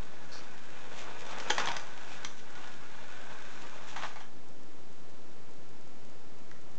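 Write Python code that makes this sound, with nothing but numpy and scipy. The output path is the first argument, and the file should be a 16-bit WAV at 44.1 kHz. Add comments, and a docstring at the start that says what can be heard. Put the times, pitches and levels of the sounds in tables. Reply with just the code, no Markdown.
"""Slot car with a jump

A toy slot car laps a plastic track in a room: tyres rumble, gears whirr and the pickup braids
scrape the rails. It crosses a hollow bridge, jumps close to a small camera, lands, clicks over
joints, skids through a bend and stops. The camera adds hiss, a thin whine and faint crackle."""
import sys
import numpy as np
from scipy import signal
from scipy.fft import rfft, irfft, next_fast_len
from scipy.io import wavfile
from scipy.ndimage import map_coordinates

SR = 44100
rng = np.random.default_rng(int(sys.argv[2]) if len(sys.argv) > 2 else 0)


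def master(y):
    """Save y as 16-bit WAV."""
    cut = np.clip(np.atleast_2d(y).T, -1, 1)
    pcm = np.round(cut * 32767)  # scale
    wavfile.write(sys.argv[1], SR, pcm.astype(np.int16))


N = 298998
CRUISE_TURNS_PER_S, STOP_S = 312, 4.3
BRIDGE_ON_S, BRIDGE_OFF_S = 0.62, 1.63


def amp(db):
    """Decibels to gain."""
    return 10 ** (np.asarray(db) / 20)


def unit_rms(x):
    """x scaled to rms 1."""
    return x / np.sqrt(np.mean(x ** 2) + 1e-20)


def at_hz(points, hz):
    """(Hz, value) points read on a log frequency axis."""
    freqs, values = np.transpose(points)
    return np.interp(np.log(hz + 1), np.log(freqs + 1), values)


def curve(points):
    """(seconds, value) points read at every sample."""
    return np.interp(np.arange(N) / SR, *np.transpose(points))


def wobble(knots_per_s):
    """A smooth random curve."""
    grid = np.arange(0, N * knots_per_s / SR + 1, 0.25)
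    smooth = map_coordinates(rng.standard_normal(int(grid[-1]) + 4), [grid])
    return np.interp(np.arange(N) * knots_per_s / SR, grid, smooth)


def swells_db(rows):
    """A bell-shaped rise for each row."""
    t = np.arange(N) / SR
    return sum(db * np.exp(-((t - centre_s) / half_s) ** 2) for centre_s, half_s, db in rows)


def gate(start_s, end_s, fade_s):
    """1 from start to end, fading in and out inside that span."""
    t = np.arange(N) / SR
    return np.clip(np.minimum(t - start_s, end_s - t) / fade_s, 0, 1)


def through(x, response):
    """x played through an impulse response."""
    return signal.oaconvolve(x, response)[:len(x)]


def colour(spectrum, size=4096):
    """Minimum-phase impulse response of energy 1, shaped by (Hz, dB) points."""
    cepstrum = irfft(np.log(amp(at_hz(spectrum, np.fft.rfftfreq(size, 1 / SR)))))
    cepstrum[1:size // 2] *= 2
    cepstrum[size // 2 + 1:] = 0
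    response = irfft(np.exp(rfft(cepstrum)))
    return response / np.linalg.norm(response)


def grains(per_s, spread_db):
    """Random tiny contacts of uneven size, rms 1."""
    present = rng.random(N) < per_s / SR
    signs = rng.choice([-1, 1], N)
    sizes = amp(spread_db * rng.standard_normal(N).clip(-2, 2))
    return unit_rms(present * signs * sizes)


def add(out, start_s, sound):
    """Mix a sound in at start_s."""
    part = out[round(start_s * SR):][:len(sound)]
    part += sound[:len(part)]


# The motor climbs on straights and sags in bends. Each row: time in seconds, turns per second.
MOTOR_TURNS_PER_S = [(0, 293), (.5, 262), (.68, 265), (.8, 340), (1.0, 365), (1.3, 430), (1.6, 440),
                     (1.9, 266), (2.05, 245), (2.2, 267), (2.5, 240), (2.85, 234), (3.35, 260), (3.6, 258),
                     (3.7, 300), (3.98, 330), (4.1, 180), (4.3, 64)]
# The car's path. 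Each row: time in seconds, distance from the microphone in metres.
DISTANCE_M = [(0, 2.1), (.55, 1.78), (.82, 1.58), (1.18, 1.44), (1.42, .74), (1.62, 0.65), (1.76, 0.76),
              (1.92, 1.02), (2.2, 0.66), (2.34, 2.27), (2.62, 1.03), (2.78, 1.41), (3.25, 0.86),
              (3.75, 1.2), (4.25, 1.36)]


def running_gain(speed_power, near_power):
    """Running noise grows with speed and nearness: 1 at cruise a metre away, 0 after the stop."""
    speed = curve(MOTOR_TURNS_PER_S) / CRUISE_TURNS_PER_S
    return speed ** speed_power / curve(DISTANCE_M) ** near_power * gate(-1, STOP_S, fade_s=0.05)


# Tyre rumble. Each row: frequency in Hz, relative level in dB.
TYRE_SPECTRUM = [(50, -30.5), (130, -12), (420, -13), (620, -3), (900, -2.5), (1250, -3), (2000, -10),
                 (3200, -11.5), (8000, -32)]
# Track resonances. Each row: frequency in Hz, bandwidth in Hz, relative level in dB.
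TRACK_MODES = [(620, 30, -7.5), (730, 52, -10), (884, 79, -7), (954, 52, -0.5), (1060, 98, -4),
               (1206, 110, -3), (1500, 89, -5.5), (1927, 190, -7), (2480, 170, -3.5)]
# The tail slides; tyres and gears judder. Each row: centre and half length in seconds, rise in dB.
TAIL_SLIDES = [(.36, 0.05, 7), (1.1, .035, 4), (1.32, .045, 6), (1.607, 0.019, 8.5), (1.69, 0.035, 5.5),
               (4.045, 0.048, 8)]


def rolling(tyre_db=-55, ring_db=-66, lumpy_db=2.5, section_db=4):
    """Tyres and guide blade drum on the track, whose resonances vary from section to section."""
    gain = running_gain(speed_power=1, near_power=1) * amp(swells_db(TAIL_SLIDES) + lumpy_db * wobble(45))
    bumps = grains(per_s=2500, spread_db=4.5) * gain
    out = amp(tyre_db) * through(bumps, colour(TYRE_SPECTRUM))
    t = np.arange(SR // 8) / SR
    for hz, width_hz, db in TRACK_MODES:
        ring = np.exp(-np.pi * width_hz * t) * np.sin(2 * np.pi * hz * t)
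        out += amp(ring_db + db + section_db * wobble(7)) * through(bumps, ring / np.linalg.norm(ring))
    return out


# Three-pole motor and pinion. Each row: multiple of the shaft speed, relative level in dB.
MOTOR_ORDERS = [(2, -0.5), (3, 5), (4, -7.5), (5, -5.5), (6, 2), (7, -3.5), (9, -2), (12, -10)]
# Chassis response to the drive. Each row: frequency in Hz, relative level in dB.
CHASSIS_SPECTRUM = [(300, -32.5), (900, -10.5), (1250, -7.5), (1450, -1), (1680, -.5), (1900, -12.5),
                    (2450, -8), (2900, -17.5), (3500, -10), (4500, -23)]


def gears(rattle_db=-54.5, tone_db=-62, waver=0.02527, depth=0.47, flutter_db=3):
    """Motor tones waver with load and loose teeth rattle once a turn, both through the chassis."""
    turns = np.cumsum(curve(MOTOR_TURNS_PER_S) * (1 + waver * wobble(70))) / SR
    chassis = colour(CHASSIS_SPECTRUM)
    teeth = (1 + depth * np.cos(2 * np.pi * turns)) * grains(per_s=3000, spread_db=1.5)
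    rattle = unit_rms(through(teeth, chassis)) * amp(rattle_db + swells_db(TAIL_SLIDES))
    tones = sum(amp(db + flutter_db * wobble(40)) * np.sin(2 * np.pi * (order * turns + rng.random()))
                for order, db in MOTOR_ORDERS)
    whirr = amp(tone_db) * unit_rms(through(tones, chassis))
    return running_gain(speed_power=0.37, near_power=0.83) * (rattle + whirr)


# Contact with the rails. Each row: frequency in Hz, relative level in dB.
RAIL_SPECTRUM = [(500, -16.5), (1500, -2), (2400, 4.5), (3000, 1.5), (3600, 2.5), (4600, -4), (5400, -3),
                 (6500, -1.5), (8000, -5.5), (10000, -38.5)]
# The braids dig in. Each row: centre and half length in seconds, rise in dB.
BRAID_SCRAPES = [(.995, 0.046, 15.5), (1.38, .15, 2), (2.12, 0.046, 9), (2.39, .02, 9), (2.63, .08, 4),
                 (3.6, 0.1, 4), (3.895, 0.026, 10), (4.04, 0.072, 10)]
# Braid squeal. Each row: frequency in Hz, relative level in dB.
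SQUEAL_SPECTRUM = [(350, -23), (470, 3), (620, -21), (880, -16), (1400, -33), (3800, -14), (4500, 2.5),
                   (5000, -8), (5600, -6), (6500, -15), (8500, -19.5)]


def braids(scrape_db=-60, squeal_db=-45, squeal_at_s=0.314, squeal_length_s=0.1, fade_db_per_s=106):
    """Copper braids catch and slip on the steel rails, and squeal once."""
    gain = running_gain(speed_power=0.74, near_power=0.55)
    gain *= amp(swells_db(BRAID_SCRAPES) + 2 * wobble(50))
    scrape = through(grains(per_s=1800, spread_db=4), colour(RAIL_SPECTRUM)) * gain
    age_s = np.maximum(np.arange(N) / SR - squeal_at_s, 0)
    burst = gate(squeal_at_s, squeal_at_s + squeal_length_s, fade_s=0.01) * amp(-fade_db_per_s * age_s)
    squeal = through(grains(per_s=3000, spread_db=7), colour(SQUEAL_SPECTRUM)) * burst
    return amp(scrape_db) * scrape + amp(squeal_db) * squeal


def guide_ticks(level_db=-63):
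    """The guide blade ticks at random against small flaws in the slot."""
    ticks = through(grains(per_s=28, spread_db=3.5), colour(RAIL_SPECTRUM))
    return amp(level_db) * ticks * running_gain(speed_power=1.2, near_power=0.9)


# Camera hiss. Each row: frequency in Hz, relative level in dB.
HISS_SPECTRUM = [(25, -21), (55, -13.5), (90, -5), (150, -0.5), (260, -1), (450, -2.5), (800, -8),
                 (1400, -12.5), (2600, -17.5), (4500, -20.5), (8000, -22), (10000, -48)]


def camera_noise(hiss_db=-55.5, whine_db=-73, whine_hz=445, fall_db=0.9, crackle_db=-78):
    """The camera's steady hiss, thin electrical whine and sparse crackle."""
    hiss = amp(hiss_db) * unit_rms(through(rng.standard_normal(N), colour(HISS_SPECTRUM)))
    phase = 2 * np.pi * np.cumsum(whine_hz * (1 + 0.00305 * wobble(12))) / SR
    whine = sum(amp(whine_db - fall_db * k) * np.sin(k * phase + 2 * np.pi * rng.random())
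                for k in range(2, 13))
    snap = colour([(1000, -14), (4000, -7.5), (8000, 0), (10000, -29)])
    crackle = amp(crackle_db) * through(grains(per_s=6, spread_db=0.5), snap)
    return hiss + whine + crackle


# Bridge body. Each row: frequency in Hz, relative level in dB.
BRIDGE_SPECTRUM = [(100, -17.5), (250, -20.5), (400, -9.5), (485, -1), (560, -5.5), (700, -25), (1500, -52)]


def bridge(level_db=-59):
    """The hollow, loosely propped span resonates under the wheels."""
    gain = running_gain(speed_power=0.4, near_power=0.36) * gate(BRIDGE_ON_S, BRIDGE_OFF_S, fade_s=0.08)
    return amp(level_db) * gain * through(grains(per_s=1600, spread_db=3), colour(BRIDGE_SPECTRUM))


# The guide blade hits track joints. Each row: start in seconds, level in dB.
JOINT_HITS = [(1.218, -33), (1.265, -29.5), (1.401, -22.5), (1.766, -19), (2.248, -19.5), (2.38, -37),
              (2.553, -34), (2.642, -36), (2.673, -35), (2.739, -36)]
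# The car hits the ramp, lands, bounces and slews against the slot.
# Each row: start in seconds, level in dB, hardness 0-1, shell ring in dB, rattle time scale in seconds.
CAR_HITS = [(1.500, -14, 0.8, -2, 0.014), (1.504, -12.5, 0.78, 6.5, .012), (1.581, -13.5, .5, -10, 0.028),
            (1.599, -16.5, .42, -8, .03), (1.657, -19.5, 1, -7, .02), (1.673, -18, .48, -5.5, 0.019),
            (1.686, -20, 0.6, 1, 0.018), (1.717, -23, .6, -5, .012), (3.961, -23.5, 0.1, -9, 0.051),
            (4.024, -26.5, .05, -5, 0.049), (4.034, -22.5, 0.09, -5, 0.039), (4.159, -28, 0, -5, .028),
            (4.205, -33.5, .1, -3, 0.041)]
# Soft to hard contact. Each row: hardness 0-1, then strike, crack, track knock and rail click in dB.
HARDNESS_DB = [(0, -23, -7.5, -1, -21), (.5, -8, 0, -4, -11), (1, -2, -1, -14.5, -7.5)]
# Car shell and chassis. Each row: frequency in Hz, relative level in dB, T60 in seconds.
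SHELL_MODES = [(860, -11, .04), (1110, -13, .05), (1450, -0.5, 0.061), (1813, -13.5, 0.064),
               (2216, -3.5, .035), (2490, -8.5, .03), (3110, -1.5, 0.034), (3150, 0, 0.02),
               (3300, 6.5, .024), (3380, -3, 0.011), (4500, -6, .012), (5945, -8.5, 0.01),
               (6320, -2.5, .012)]
# Low track knock, mid clack and high rail click. Each row: frequency in Hz, relative level in dB.
KNOCK_SPECTRUM = [(50, -27), (130, -13), (380, -18.5), (600, -9), (720, -1), (860, 3.5), (960, 1),
                  (1120, 1), (1350, -0.5), (2200, -12), (5000, -29)]
CLACK_SPECTRUM = [(400, -22.5), (1200, 0), (1700, 8.5), (2400, 2), (2800, -5), (3200, 0), (3800, -5),
                  (7000, -19.5)]
CLICK_SPECTRUM = [(1500, -18), (3200, -1.5), (4400, -7.5), (6100, -3.5), (7200, -8.5), (8500, -10),
                  (10000, -42.5)]


def impacts(knock_db=-6, clack_db=-15, click_db=-8, ring_db=-15.5, boom_db=-20,
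            strike_db=12, rattle_db=-6, crack_t60_s=0.02, settle=3.8):
    """A strike, a crack and rattling loose parts ring track and shell, and the bridge when on it."""
    out, t = np.zeros(N), np.arange(SR // 6) / SR
    knock, clack, click = colour(KNOCK_SPECTRUM), colour(CLACK_SPECTRUM), colour(CLICK_SPECTRUM)
    boom = colour(BRIDGE_SPECTRUM)
    modes = np.array([amp(db - 60 * t / t60_s) * np.sin(2 * np.pi * hz * t)
                      for hz, db, t60_s in SHELL_MODES])
    joints = [(start_s, db, 0.82, -8, 0.014) for start_s, db in JOINT_HITS]  # columns as in CAR_HITS
    grades, *columns = np.transpose(HARDNESS_DB)
    for start_s, db, hardness, shell_db, rattle_s in list(CAR_HITS) + joints:
        hard_db, crack_db, low_db, high_db = (np.interp(hardness, grades, col) for col in columns)
        strike = amp(strike_db + hard_db) * (t == 0)
        crack = amp(crack_db - 60 * t / crack_t60_s) * rng.choice([-1, 1], len(t))
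        chatter = unit_rms(rng.standard_normal(len(t)) * (rng.random(len(t)) < 3000 / SR))
        force = strike + crack + chatter * amp(rattle_db - 60 * t / (settle * rattle_s))
        track = amp(clack_db) * clack + amp(knock_db + low_db) * knock + amp(click_db + high_db) * click
        if BRIDGE_ON_S < start_s < BRIDGE_OFF_S:
            track += amp(boom_db) * boom
        # The point of contact decides how strongly each mode rings.
        weights = amp(rng.normal(0, 1.8, len(modes))) * rng.choice([-1, 1], len(modes))
        ring = weights @ modes
        shell = amp(ring_db + shell_db) * ring / np.linalg.norm(ring)
        add(out, start_s, amp(db) * (through(force, track) + through(force, shell)))
    return out


# Light ticks after the stop. Each row: start in seconds, level in dB.
LATE_TICKS = [(6.514, -33.5), (6.561, -44)]


def late_ticks(t60_s=0.016, attack_s=0.001):
    """Light ticks: a brief ring with a bright edge."""
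    out, t = np.zeros(N), np.arange(SR // 20) / SR
    envelope = amp(-60 * t / t60_s) * (1 - np.exp(-t / attack_s))
    for start_s, db in LATE_TICKS:
        ring = sum(np.sin(2 * np.pi * (hz * t + rng.random())) for hz in (1350, 1620, 1930))
        add(out, start_s, amp(db) * envelope * ring / 2)
        add(out, start_s, amp(db) * colour(CLICK_SPECTRUM))
    return out


# Room decay. Each row: frequency in Hz, T60 in seconds.
ROOM_T60_S = [(150, 0.39), (1000, 0.32), (4000, 0.26), (8000, 0.43)]


def room(x, wet_db=-5):
    """A furnished room answers with a short diffuse tail, 4 ms late."""
    hz, t, noise = signal.stft(rng.standard_normal(SR // 3), SR, nperseg=256)
    decay = amp(-60 * t / at_hz(ROOM_T60_S, hz)[:, None])
    _, tail = signal.istft(noise * decay, SR, nperseg=256)
    tail = np.pad(tail / np.linalg.norm(tail), (SR // 250, 0))
    return (x + amp(wet_db) * through(x, tail)) / np.hypot(1, amp(wet_db))


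def scene():
    """The car in its room, over the camera's noise; mono."""
    car = rolling() + bridge() + gears() + braids() + guide_ticks() + impacts() + late_ticks()
    return (room(car) + camera_noise())[None]


def record(dry):
    """The camera rolls off steeply towards its band limit; its converter sits a little below zero."""
    top_hz, dc_offset = 8850, -0.0489
    size = next_fast_len(N + SR // 2)
    hz = np.fft.rfftfreq(size, 1 / SR)
    rolloff = amp(at_hz([(7000, 0.5), (7800, -4.5), (8300, -7.5), (top_hz, -20)], hz)) * (hz < top_hz)
    return irfft(rfft(dry, size) * rolloff, size)[:, :N] + dc_offset


dry = scene()
out = record(dry)
master(out)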